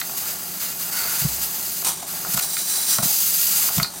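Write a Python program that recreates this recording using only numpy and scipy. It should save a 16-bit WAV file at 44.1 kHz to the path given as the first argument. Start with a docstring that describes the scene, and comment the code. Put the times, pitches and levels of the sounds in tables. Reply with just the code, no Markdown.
"""A model steam engine stands under pressure in a metal tray while a hand tries to turn its flywheel.
First wet steam hisses past the piston, singing softly as it surges, and the hand thumps the base.
Near 2 s the exhaust puffs; the linkage clacks, and the leak shifts to the valve and back to the piston.
Last the crank comes round, the flywheel clinks and the exhaust opens again, quietly.
Throughout, the boiler simmers over a faint hum."""
import sys
import numpy as np
from scipy import signal
from scipy.fft import rfft, irfft
from scipy.io import wavfile

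SR = 44100
rng = np.random.default_rng(int(sys.argv[2]) if len(sys.argv) > 2 else 0)


def unload_wav(signal):
    """Save mono or channel-first audio to the path in sys.argv[1] as 16-bit WAV at rate SR, clipped to [-1, 1]."""
    wavfile.write(
        sys.argv[1],
        SR,
        np.round(np.clip(np.atleast_2d(signal).T, -1, 1) * 32767).astype(np.int16),
    )


N = 176400


def cylinder_leak():
    """Turbulent jet noise: steam forced past the piston makes the main bright hiss."""
    # One list per spell of leaking. Each row: time in seconds, relative level in dB.
    spells = [
        [(0.0, -23), (0.014, -31.5), (0.024, -33.5), (0.076, -30), (0.164, -31), (0.176, -24), (0.208, -29.5),
         (0.308, -26.5), (0.332, -31), (0.596, -32), (0.614, -25), (0.778, -33), (0.806, -27), (0.9, -31)],
        [(0.9, -38), (0.928, -25.5), (0.948, -27.5), (0.972, -25), (1.062, -26.5), (1.232, -22.5),
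         (1.27, -28.5), (1.278, -26.5), (1.412, -28), (1.426, -22.5), (1.476, -28.5), (1.824, -27.5),
         (1.834, -36), (1.84, -28)],
        [(2.07, -37), (2.088, -29.5), (2.216, -29), (2.256, -31), (2.33, -24), (2.346, -19.5), (2.356, -33),
         (2.372, -21), (2.384, -27), (2.398, -19), (2.404, -46), (2.41, -25)],
        [(3.03, -41), (3.052, -20), (3.234, -21), (3.412, -20), (3.468, -20), (3.682, -20.5), (3.706, -28.5),
         (3.756, -22), (3.77, -20), (3.808, -30.5), (3.83, -26), (3.84, -39)],
    ]
    # Spectrum of the jet. Each row: frequency in Hz, relative density in dB.
    colour = [(100, -28), (300, -24), (500, -21), (1500, -12.5), (2800, -11), (4300, -12), (7000, -4),
              (9500, -5.5), (11400, -10.6), (13500, 2), (15600, -3)]
    # Resonances of the steam path. Each row: centre in Hz, width in Hz, lift in dB.
    peaks = [(1368, 80, 7), (2805, 64, 5.5), (3630, 110, 3.8), (4155, 360, 6.5), (4730, 253, 10),
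             (5080, 175, 5), (6326, 260, 7.0), (6700, 53, 4.5), (7770, 300, 4), (9200, 110, 5.5),
             (10060, 79, 11), (10500, 90, 10.5), (11140, 113, 13), (11920, 330, 8.5), (12700, 130, -13),
             (12870, 140, 9.5)]
    # Shelf on the lower part of the hiss. Each row: time in seconds, lift in dB.
    low_shelf = [(0, -2), (.15, -1), (.26, 6.5), (.4, 2.5), (.58, 3.5), (.64, 7), (.76, 2), (.9, 6),
                 (1.05, 6.5), (1.18, 4.5), (1.4, 1.5), (1.8, 0), (2.3, 3.5), (3.1, -6), (3.45, -2.5),
                 (3.7, 0.5)]
    hiss = jet(colour, peaks, flutter_db=0.85, flutter_rate=61)
    hiss = shelve_lows(hiss, envelope(low_shelf), edge_hz=2430)
    return from_db(2.5) * hiss * sum(flow(spell) for spell in spells)


def valve_leak():
    """Jet noise through the resonant valve opening whistles; its lower part grows faster with flow."""
    # Steam escaping at the valve. 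Each row: time in seconds, relative level in dB.
    spell = [(2.408, -27), (2.43, -20), (2.475, -26), (2.505, -22), (2.522, -25), (2.538, -20.5),
             (2.562, -24), (2.59, -20.5), (2.64, -24.5), (2.7, -20.5), (2.79, -20.5), (2.86, -21.5),
             (2.89, -18.5), (2.94, -17), (2.962, -19.5), (2.98, -22.5), (3.02, -24.5), (3.035, -17.5),
             (3.05, -20)]
    # Spectrum of the jet. Each row: frequency in Hz, relative density in dB.
    colour = [(100, -34), (300, -22), (500, -21.5), (1500, -10.5), (2800, -13), (4300, -6.5), (7000, -6),
              (9500, -8), (11400, -15.5), (13500, -7), (15600, -9)]
    # Resonances of the opening. Each row: centre in Hz, width in Hz, lift in dB.
    peaks = [(3960, 160, 10), (4750, 150, 7), (5930, 800, 6.5), (7550, 300, 8), (8540, 400, 11),
             (9420, 360, 8.5), (10120, 490, 11.5), (11050, 520, 10.7), (12000, 580, 5.8), (12545, 320, 8),
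             (14200, 600, 7.5), (15200, 600, 10.7)]
    hiss = jet(colour, peaks, flutter_db=.5, flutter_rate=50)
    gain, middle_flow = flow(spell), from_db(-20.5)
    swell = (gain / middle_flow + 1e-9) ** 0.6
    return from_db(-1) * gain * shelve_lows(hiss, swell, edge_hz=12000)


def exhaust():
    """Pressure release: the cylinder empties in a puff that holds, then drops; steam trickles on."""
    # Openings of the port. Each row: start and end in seconds, relative puff level in dB,
    # seconds for the puff to fall 20 dB, relative trickle level in dB.
    openings = [(1.845, 2.085, -14.5, 0.098, -29.5), (3.827, 4.1, -38, .05, -31.5)]
    # Spectrum of the jet. Each row: frequency in Hz, relative density in dB.
    colour = [(100, -20), (300, -15), (500, -20.5), (1500, -14.5), (2800, -10.5), (4300, -9.5), (7000, -5),
              (9500, -14), (11400, -8.5), (13500, -4), (15600, -11.5)]
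    # Resonances of the exhaust. Each row: centre in Hz, width in Hz, lift in dB.
    peaks = [(840, 630, 14.4), (1320, 300, 4.6), (3770, 220, 7), (4600, 400, 3.9), (5880, 300, 5.1),
             (6400, 220, 3.5), (7570, 260, 3.7), (8470, 800, 11.7), (9300, 310, 14.3), (10070, 400, 12),
             (14700, 320, 4)]
    gain = 0
    for start, end, puff_db, fall_s, trickle_db in openings:
        age = seconds() - start
        attack = np.clip(age / 0.002, 0, 1)
        puff = from_db(puff_db - 20 * np.clip(age / fall_s, 0, 2) ** 3.3)
        gain = gain + attack * np.hypot(puff, from_db(trickle_db)) * opened(start, end)
    return from_db(-4) * gain * jet(colour, peaks, flutter_db=2.0, flutter_rate=82)


def singing():
    """Cavity resonance: turbulence draws airy tones from narrow spaces of the cylinder in the surge."""
    # Strength of the singing. Each row: time in seconds, relative level in dB.
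    surge = [(.925, -35.5), (1.02, -33), (1.15, -39.5), (1.24, -48)]
    # Cavity modes. Each row: centre in Hz, bandwidth in Hz, relative level in dB.
    cavities = [(1480, 73, -4.5), (2160, 120, -10), (4540, 120, -2)]
    noise, tones = rng.standard_normal(N), 0
    for hz, width, db in cavities:
        t60 = np.log(1000) / (np.pi * width)
        tones = tones + from_db(db) * rms_one(ring(noise, hz, t60))
    return flow(surge) * tones


def linkage():
    """Impact noise: each clack is a short tick of contact and a knock in the modes of the frame."""
    # Each row: start in seconds, relative tick level in dB, tick centre in Hz,
    # relative knock level in dB, most strongly driven frequency of the knock in Hz.
    clacks = [(.0145, -9, 2440, -31, 1900), (.095, -27, 1700, -23, 970), (1.825, -35, 2500, -24, 940),
              (2.027, -30, 2500, -23, 820), (2.248, -33, 3000, -15.5, 1350),
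              (2.3364, -10, 10000, -35, 1400), (2.3434, -22, 10000, -20, 1400),
              (2.3695, -16, 7000, -20, 900), (2.3754, -11, 6500, -12, 1250), (2.392, -8.5, 8000, -19, 2600),
              (2.3955, -13, 6200, -10, 2300), (2.5681, -13.5, 6040, -10.5, 2040),
              (2.9845, -10, 8000, -11, 1290), (2.988, -19, 2000, -14, 700), (3.028, -22, 6000, -13.5, 910),
              (3.688, -23, 5500, -14, 1400), (3.7815, -11, 6000, -14.5, 856), (3.7987, -12, 2600, -8, 1360),
              (3.8297, -8, 5200, -19, 1410), (3.845, -27, 5000, -10, 1900)]
    # Spectrum of a tick. Each row: frequency in Hz, relative density in dB.
    tick_colour = [(200, 13), (1500, 11.5), (3000, 3.5), (5500, 1.5), (11000, -5), (16000, -16)]
    # Each row: frequency in Hz, relative level in dB, 60 dB decay time in seconds.
    frame_modes = [(685, -6.5, 0.038), (864, -12.5, .025), (1010, -9.5, .025), (1275, -9.5, 0.035),
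                   (1425, -10, .025), (1880, -16, 0.018), (2110, -17, 0.024), (2450, -15, .025),
                   (2990, -18, .014)]
    tick_half_octaves, knock_spread_octaves = 0.81, .85
    times, tick_db, tick_hz, knock_db, strongest_hz = np.transpose(clacks)
    noise = coloured(rng.standard_normal(N), tick_colour)
    fade = decay(np.arange(SR // 10) / SR, t60=0.014)
    ticks, knocks = np.zeros((2, N)), 0
    for start, db, hz in zip((times * SR).astype(int), tick_db, tick_hz):
        span = slice(start, start + len(fade))
        edges = np.minimum(hz * 2 ** (tick_half_octaves * np.array([-1, 1])), SR / 2 - 1000)
        ticks[:, span] += signal.sosfilt(butter(2, edges, "band"), from_db(db) * fade * noise[:, span])
    for k, (hz, db, t60) in enumerate(frame_modes):
        share = resonance(np.log2(hz / strongest_hz), knock_spread_octaves) ** 2
        gains = share * from_db(knock_db + db + rng.standard_normal(len(times)))
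        knocks = knocks + (-1) ** k * ring(strikes(times, gains), hz, t60)
    return ticks + knocks


def base():
    """Soft contact limits bandwidth: bumps of the hand set the low modes of the base booming."""
    # Each row: start in seconds, relative level in dB, most strongly driven frequency in Hz.
    thumps = [(1.217, -19, 120), (1.248, -10, 133), (2.285, -30, 210), (2.34, -22.5, 192),
              (2.356, -25.5, 182), (2.376, -30, 180), (2.985, -20, 190), (2.994, -20.5, 190),
              (3.027, -20.5, 180), (3.052, -18.5, 225), (3.769, -21, 149), (3.78, -11.5, 167),
              (3.817, -19.5, 162)]
    # Each row: frequency in Hz, relative level in dB, 60 dB decay time in seconds.
    base_modes = [(65.6, -13, 0.76), (117, -4.5, 0.058), (149.8, 4.5, 0.065), (205, 1.5, 0.063),
                  (274, 3.5, 0.024)]
    contact_s, spread_octaves = 0.0028, 0.57
    times, thump_db, strongest_hz = np.transpose(thumps)
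    boom = 0
    for k, (hz, db, t60) in enumerate(base_modes):
        share = resonance(np.log2(hz / strongest_hz), spread_octaves)
        boom = boom + (-1) ** k * ring(strikes(times, share * from_db(thump_db + db)), hz, t60)
    boom = signal.sosfilt(butter(2, 78, "high"), boom)
    softness = np.exp(-1 / (contact_s * SR))
    return from_db(7.5) * signal.lfilter([1 - softness], [1, -softness], boom)


def flywheel():
    """Modal ringing: the wheel clinks as the crank comes round, then chatters briefly on its shaft."""
    # Each row: frequency in Hz, relative level in dB, 60 dB decay time in seconds.
    wheel_modes = [(3780, -6, .03), (4095, -1, 0.025), (4240, 1.5, 0.032), (4500, 2, 0.027),
                   (4660, 2, 0.024), (5070, -3, 0.025)]
    strike_s = 3.829
    age = seconds() - strike_s
    chatter = grains(per_s=1800, spread_db=1.5) * (age > 0) * decay(np.abs(age), t60=0.13)
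    blows = from_db(-25.5) * (strikes([strike_s], 1) + from_db(-5) * chatter)
    return sum((-1) ** k * ring(blows * from_db(db), hz, t60)
               for k, (hz, db, t60) in enumerate(wheel_modes))


def simmer():
    """Bubble resonance: small bubbles collapse in the boiler, each a brief damped tone."""
    # Liveliness of the boiler. Each row: time in seconds, relative level in dB.
    liveliness = [(0, 4.5), (.8, 0), (1.05, 4), (1.6, 3), (1.9, -4.5), (2.25, 7.5), (2.7, 0), (3.05, 7),
                  (3.3, -3), (3.7, 5), (4, 1)]
    bubbles_per_s, ring_cycles = 420, 11.7
    pitches = np.geomspace(680, 1600, 18)
    pan = from_db([[4.5], [-4.5]])
    pops = 0
    for k, hz in enumerate(pitches):
        collapses = grains(bubbles_per_s / len(pitches), spread_db=2.0)
        pops = pops + ring(collapses, hz, ring_cycles / hz) * pan ** (-1) ** k  # alternate sides
    return from_db(-48) * envelope(liveliness) * rms_one(pops)


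def background():
    """Tones over a noise floor: two phase-modulated hum lines waver in the boiler and room rumble."""
    # Each row: frequency in Hz, rms level in dB.
    hum_lines = [(177.6, -54.5), (387.6, -56)]
    # Low spectrum of the rumble. Each row: frequency in Hz, relative density in dB.
    rumble_colour = [(15, -52), (25, -31), (86, -11), (119, -10), (145, -6), (174, -1.5), (264, -10.5),
                     (390, -10), (412, -23.5), (700, -10.5), (910, -27), (1540, -120)]
    hum = sum(from_db(db) * np.sqrt(2) * np.sin(2 * np.pi * hz * seconds() + .5 * drift(2.6))
              for hz, db in hum_lines)
    rumble = coloured(rng.standard_normal(N), rumble_colour + [(1500, -16), (6000, -48)])
    return hum + from_db(-46.5) * rumble


def tray(x, echo_db):
    """Reverberation: the tray adds short dense reflections, much alike at both ears."""
    t, likeness = np.arange(SR // 2) / SR, .8
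    mid, side = rng.standard_normal((2, len(t))) * decay(t, t60=0.21) * (t > .002)
    side = signal.sosfilt(butter(1, 2500), side) * np.sqrt(1 - likeness)
    tail = np.array([mid + side, mid - side]) / np.sqrt(np.sum(mid ** 2 + side ** 2))
    return x + from_db(echo_db) * signal.fftconvolve(x, tail, axes=1)[:, :N]


def jet(colour, peaks, flutter_db, flutter_rate):
    """Source and filter: fluttering turbulence and spitting droplets excite a steam path."""
    turbulence = rng.standard_normal(N)
    droplets = from_db(-10.5) * rms_one(grains(per_s=500, spread_db=2))
    flutter = from_db(flutter_db * drift(flutter_rate))
    return coloured((turbulence + droplets) * flutter, colour, peaks)


def coloured(source, colour, peaks=()):
    """Spectral shaping: a white source takes on a colour and resonances, in stereo at unit rms."""
    # Likeness of left and right. Each row: frequency in Hz, correlation from 0 to 1.
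    likeness = [(100, 1), (350, 0.86), (1000, 0.54), (2200, 0.9), (5000, 1), (9000, 0.93), (14000, 0.99)]
    hz, db = np.arange(N // 2 + 1) * SR / N, at_hz(colour)
    for centre, width, lift in peaks:
        db = db + lift * resonance(hz - centre, width / 2)
    alike = at_hz(likeness)
    mid = rfft(rms_one(source)) * np.sqrt(1 + alike)
    side = rfft(rng.standard_normal(N)) * np.sqrt(1 - alike)
    return rms_one(irfft(np.array([mid + side, mid - side]) * from_db(db), N))


def flow(spell):
    """Amplitude envelope of one spell of steam, silent while its path is shut."""
    return envelope(spell) * opened(spell[0][0], spell[-1][0])


def opened(start, end):
    """Gating: a steam path is open between two times and shuts quickly outside them."""
    t, closing_s = seconds(), 0.0063
    return np.clip(1 + np.minimum(t - start, end - t) / closing_s, 0, 1)


def shelve_lows(x, gain, edge_hz):
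    """Zero-phase shelving: the gain acts on the band below the edge."""
    return x + signal.sosfiltfilt(butter(2, edge_hz), x) * (gain - 1)


def ring(clicks, hz, t60):
    """Damped oscillator: a unit click starts a decaying sine of height 1."""
    r, w = decay(1 / SR, t60), 2 * np.pi * hz / SR
    return signal.lfilter([0, np.sin(w)], [1, -2 * r * np.cos(w), r * r], clicks + 1e-18)


def strikes(times, gains):
    """Impulses at the given times."""
    clicks = np.zeros(N)
    clicks[(np.asarray(times) * SR).astype(int)] = gains
    return clicks


def grains(per_s, spread_db):
    """Shot noise: random clicks, mostly small, a few large."""
    sizes = from_db(spread_db * np.minimum(rng.exponential(1, N), 5)) * rng.choice([-1, 1], N)
    return sizes * (rng.random(N) < per_s / SR)


def drift(rate):
    """Low-pass noise: a wander of unit rms, mostly slower than the rate in Hz."""
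    step, settle = 40, 2000
    r = np.exp(-2 * np.pi * step * rate / SR)
    slow = signal.lfilter([1], [1, -2 * r, r * r], rng.standard_normal(N // step + settle + 2))[settle:]
    return np.interp(np.arange(N) / step, np.arange(len(slow)), rms_one(slow))


def resonance(offset, half_width):
    """Resonance curve: 1 at the centre, one half at the half width."""
    return 1 / (1 + (offset / half_width) ** 2)


def decay(t, t60):
    """Exponential damping: 60 dB down after t60 seconds."""
    return np.exp(-np.log(1000) * t / t60)


def envelope(points):
    """Gain at every sample, interpolated in decibels."""
    return from_db(np.interp(seconds(), *np.transpose(points)))


def at_hz(points):
    """A spectrum interpolated over log frequency at every FFT bin."""
    hz, value = np.transpose(points)
    return np.interp(np.log(np.arange(N // 2 + 1) * SR / N + 1), np.log(hz), value)


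def butter(order, hz, kind="low"):
    """Sections of a maximally flat filter."""
    return signal.butter(order, hz, kind, fs=SR, output="sos")


def from_db(db):
    """Decibels to gain."""
    return 10 ** (np.asarray(db) / 20)


def rms_one(x):
    """Normalisation to unit rms."""
    return x / np.sqrt(np.mean(x ** 2) + 1e-20)


def seconds():
    """Time of each sample."""
    return np.arange(N) / SR


def scene():
    """Superposition: steam, handling and boiler add with their reflections and the background."""
    steam = tray(cylinder_leak() + singing() + valve_leak() + exhaust(), echo_db=-9)
    engine = tray(linkage() + flywheel() + simmer(), echo_db=-6)
    return steam + engine + base() + background()


def record(dry):
    """Band limiting: a steep low-pass cuts the highest treble."""
    return signal.sosfilt(signal.ellip(12, .1, 85, 15900, fs=SR, output="sos"), dry)


dry = scene()
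out = record(dry)
unload_wav(out)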